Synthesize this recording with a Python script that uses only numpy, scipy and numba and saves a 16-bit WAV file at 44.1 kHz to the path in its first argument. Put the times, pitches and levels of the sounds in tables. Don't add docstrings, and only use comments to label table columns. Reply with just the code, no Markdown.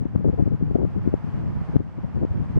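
import sys
import numpy as np
from scipy import signal
from scipy.fft import rfft, irfft
from scipy.io import wavfile
from scipy.ndimage import uniform_filter1d
from numba import njit

SR = 44100
rng = np.random.default_rng(int(sys.argv[2]) if len(sys.argv) > 2 else 0)


def int16_out(signal):
    q = np.round(np.clip(np.atleast_2d(signal).T, -1, 1) * 32767)
    wavfile.write(sys.argv[1], SR, q.astype(np.int16))


N = 114219

# peak_s, peak_db (both ports' power together), sigma_ms, right_power_share (0-1)
SLAPS = [(0.024, -9.5, 0.74, 0), (.056, -3.5, 0.73, 0.02), (0.161, 3.5, 1.09, 0.01),
         (0.2549, 0.5, 0.58, 0.01), (.2768, -2.5, .7, 0), (0.2984, 0.5, 0.78, 0), (0.39, -10, 0.39, 0),
         (0.3969, -6, 0.77, 0), (0.4255, 3, 1.04, 0), (0.4773, -3.5, 0.6, 0), (.521, -6.5, 0.63, 0),
         (.613, -10.5, 0.59, 0.02), (.6262, 0.5, 0.93, 0), (0.711, -11.5, 0.47, 0), (0.7556, 1, 0.6, 0),
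         (.7628, -2, 0.5, 0), (.787, -8.5, 0.49, 0), (.817, -12, 0.39, 0.09), (.8323, -4.5, 0.53, 0),
         (0.8512, -5, 0.54, 0), (1.0766, -0.5, 0.74, 0), (1.1406, 2, 0.51, 0), (1.343, -11, 1.03, 0),
         (1.697, -12.5, .9, 0.03), (1.7588, -3, 0.63, 0), (1.7662, 6, 0.99, 0.01), (1.805, -2, 0.77, 0),
         (1.985, -15.5, 0.45, 0.02), (2.2276, -6.5, 0.52, 0), (2.2506, -1.5, 0.57, 0),
         (2.311, -9, 2.3, 0.03), (2.359, -7.5, 1.21, 1), (2.416, -6, 1.3, 0.05), (2.5752, -2.5, 0.63, 1)]
# freq_hz, density_db
RUMBLE_SPECTRUM = [(20, -22.5), (40, -18), (65, -2.5), (110, 0.5), (180, -2), (260, -11.5), (400, -22.5),
                   (800, -46), (2000, -78.5), (6000, -120)]


def undb(db):
    return 10 ** (np.asarray(db) / 20)


def curve(rows):
    return np.interp(np.arange(N) / SR, *np.array(rows).T)


def over_hz(rows):
    hz, value = np.array(rows).T
    return np.interp(np.log(np.fft.rfftfreq(N, 1 / SR) + 1), np.log(hz), value)


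def noise(spectrum, weight=1):
    gain = undb(over_hz(spectrum))
    gain = gain / np.sqrt(np.mean(gain ** 2))
    return irfft(rfft(rng.standard_normal(N)) * weight * gain, N)


def drift(rate_hz):
    step = int(SR / rate_hz)
    steps = np.repeat(rng.standard_normal(N // step + 1), step)
    return uniform_filter1d(steps, step)[:N]


def churn(spectrum):
    even_s = 0.026
    window = int(even_s * SR)
    pressure = noise(spectrum)
    power = uniform_filter1d(uniform_filter1d(pressure ** 2, window), window)
    return pressure / np.sqrt(power + 0.06)


def ports(right_share):
    return np.sqrt([[1 - right_share], [right_share]])


def pines():
    # freq_hz, density_db
    hiss_spectrum = [(60, -9.5), (250, -5.5), (500, 1.5), (900, 3), (1300, -2.5), (2000, -9), (3000, -17.5),
                     (3900, -25.5), (5000, -26), (6500, -32.5), (9000, -38.5), (12000, -50), (15500, -54)]
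    # freq_hz, correlation
    likeness = [(100, 0.8), (800, 0.74), (1500, 0.43), (2600, 0.1), (4000, -0), (9000, 0.2)]
    # time_s, level_db
    breeze = [(0, -46.5), (.3, -47), (.6, -46), (.9, -47.5), (1.3, -44), (1.7, -46.5), (2.0, -44.5),
              (2.59, -43.5)]
    sway_db, sway_hz = 0.25, 6.94
    needle_db, needle_hz = 0.9, 40.22
    left_minus_right_db = -0.9

    correlation = over_hz(likeness)
    mid = noise(hiss_spectrum, np.sqrt((1 + correlation) / 2))
    side = noise(hiss_spectrum, np.sqrt((1 - correlation) / 2))
    common_db = curve(breeze) + sway_db * drift(sway_hz)
    channels = []
    for sign in (1, -1):
        level_db = common_db + sign * left_minus_right_db / 2 + needle_db * drift(needle_hz)
        channels.append((mid + sign * side) * undb(level_db))
    return np.array(channels)


def draught():
    # time_s, level_db
    strength = [(0, -28.5), (.1, -21.5), (.3, -21.5), (.57, -24.5), (.8, -19.5), (.92, -22.5), (1.1, -22),
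                (1.21, -28.5), (1.36, -25.5), (1.6, -25), (1.66, -33.5), (1.8, -19), (1.95, -26.5),
                (2.11, -25.5), (2.2, -21), (2.4, -27), (2.59, -17)]
    flicker_db, flicker_hz, right_share = 3, 30.215, 0.46
    rumble = np.array([churn(RUMBLE_SPECTRUM) * undb(flicker_db * drift(flicker_hz)) for _ in range(2)])
    return rumble * ports(right_share) * undb(curve(strength))


def puffs(t):
    # centre_s, length_s (rumble, between 1/e points), rumble_db, flutter_db (before the trim),
    # right_power_share (0-1)
    gusts = [(0.018, 0.04, -12.5, -24, 0.04), (0.06, 0.019, -12, -22, 0.03),
             (0.156, 0.022, -12.5, -20, 0.04), (0.202, 0.051, -14.5, -25, 0.03),
             (.256, 0.036, -9, -14, 0.07), (0.288, 0.034, -7, -18, 0.06), (0.338, .025, -14, -19.5, .05),
             (0.397, 0.044, -8, -14, 0), (0.435, 0.014, -13.5, -24, 0.02), (0.473, 0.032, -7, -21, 0),
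             (0.531, 0.051, -9.5, -25, 0.01), (0.625, 0.04, -9.5, -26, 0.09),
             (0.667, 0.041, -15.5, -43, 0.12), (0.711, 0.022, -10.5, -25.5, 0),
             (0.757, 0.02, -8.5, -11, 0.02), (0.795, 0.039, -22, -20.5, 0), (.835, 0.056, -10.5, -22.5, 0),
             (0.966, 0.037, -17, -23, 0.06), (0.992, 0.024, -26, -31, .05), (1.073, 0.058, -18.5, -22, 0),
             (1.141, 0.026, -12.5, -14, 0.06), (1.247, 0.017, -18.5, -44.5, 0),
             (1.281, 0.031, -16.5, -58, .05), (1.348, 0.016, -21, -31, .05), (1.424, 0.2, -20.5, -36, 0.32),
             (1.571, .03, -19.5, -37, 0.75), (1.619, 0.024, -20, -42, 0.88), (1.698, .02, -16.5, -31, .05),
             (1.75, 0.032, -13.5, -21, 0.05), (1.806, .025, -10, -18.5, .05), (1.985, 0.016, -14, -21.5, 0),
             (2.046, 0.02, -13.5, -22, 0.01), (2.172, 0.055, -13, -27, 0.01),
             (2.228, 0.042, -9.5, -12.5, .25), (2.314, 0.031, -17, -41, 0.63),
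             (2.362, 0.054, -16, -24.5, 0.88), (2.411, 0.043, -11.5, -33, 0.18),
             (2.505, 0.016, -14.5, -43, 0.2), (2.571, 0.029, -8, -25.5, .6)]
    # freq_hz, density_db
    flutter_spectrum = [(80, -23.5), (180, -5), (290, 2), (430, -1.5), (620, -13.5), (900, -24),
                        (1400, -41), (3000, -70), (8000, -98), (15000, -120)]
    flank_power = 3.54
    flutter_length = 0.78
    patchy_db, patchy_hz, flutter_trim_db = 4, 160, -1.5

    rumble = np.array([churn(RUMBLE_SPECTRUM) for _ in range(2)])
    flutter = np.array([churn(flutter_spectrum) for _ in range(2)])
    flaps = undb(patchy_db * drift(patchy_hz) + flutter_trim_db)
    rumble_gain, flutter_gain = np.zeros((2, N)), np.zeros((2, N))
    for centre_s, length_s, rumble_db, flutter_db, right_share in gusts:
        near = abs(t - centre_s) < 2 * length_s
        away = abs(2 * (t[near] - centre_s) / length_s)
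        swell = np.exp(-away ** flank_power)
        short_swell = np.exp(-(away / flutter_length) ** flank_power)
        rumble_gain[:, near] += undb(rumble_db) * swell * ports(right_share)
        flutter_gain[:, near] += undb(flutter_db) * short_swell * ports(right_share)
    return rumble_gain * rumble + flutter_gain * flutter * flaps


def slaps(t):
    suction_width, suction_lag = 1.96, 0.49
    out = np.zeros((2, N))
    for peak_s, peak_db, sigma_ms, right_share in SLAPS:
        near = abs(t - peak_s) < 0.05
        u = (t[near] - peak_s) * 1000 / sigma_ms
        peak = np.exp(-0.5 * u ** 2)
        suction = np.exp(-0.5 * ((u - suction_lag) / suction_width) ** 2) / suction_width
        pulse = peak - suction
        out[:, near] += undb(peak_db) * pulse / pulse.max() * ports(right_share)
    return out


def dip(t):
    dip_s, depth = 0.0051, 0.55
    away_s = np.min([abs(t - row[0]) for row in SLAPS], axis=0)
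    return 1 - depth * np.exp(-(away_s / dip_s) ** 2)


def cracks(t):
    # centre_s, level_db, dulling_db_per_khz
    bursts = [(0.16, -19, 5), (1.767, -23, 3.5)]
    # freq_hz, density_db
    rasp_spectrum = [(300, -3.5), (800, 3), (1500, -8), (3000, -18), (6000, -23), (10000, -31),
                     (15500, -43)]
    sigma_s, right_share = 0.00092, 0.13
    khz = np.fft.rfftfreq(N, 1 / SR) / 1000
    rasp = np.zeros(N)
    for centre_s, level_db, dull_db_khz in bursts:
        envelope = np.exp(-0.5 * ((t - centre_s) / sigma_s) ** 2)
        rasp += noise(rasp_spectrum, undb(level_db - dull_db_khz * khz)) * envelope
    return ports(right_share) * rasp


def scene():
    leak_db, leak_lag_s = -6.5, 0.00018
    t = np.arange(N) / SR
    wind = (draught() + puffs(t)) * dip(t) + slaps(t)
    leak = np.array([np.interp(t - leak_lag_s, t, port) for port in wind[::-1]])
    return wind - undb(leak_db) * leak + cracks(t) + pines()


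@njit
def ride(over_db, gain_db, attack, recover_db):
    out = np.empty(len(over_db))
    for i in range(len(over_db)):
        excess_db = over_db[i] + gain_db
        if excess_db > 0:
            gain_db = gain_db - attack * excess_db
        else:
            gain_db = min(gain_db + recover_db, 0.0)
        out[i] = gain_db
    return out


def record(dry):
    threshold, start_db = 0.67, -6.0
    attack_s, recover_db_per_s, smooth_s = 0.00039, 5, 0.0034
    fade_s, cutoff_hz = 0.004, 15700

    over_db = 20 * np.log10(abs(dry).max(axis=0) / threshold + 1e-9)
    gain = undb(ride(over_db, start_db, 1 / (attack_s * SR), recover_db_per_s / SR))
    window = int(smooth_s * SR)
    gain = uniform_filter1d(uniform_filter1d(gain, window), window)
    left_s = np.arange(N)[::-1] / SR
    fade = np.sin(np.pi / 2 * np.minimum(left_s / fade_s, 1)) ** 2
    clipped = np.clip(dry * gain * fade, -1, 1)
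    lowpass = signal.ellip(8, 0.2, 70, cutoff_hz, fs=SR, output="sos")
    return signal.sosfilt(lowpass, clipped)


dry = scene()
out = record(dry)
int16_out(out)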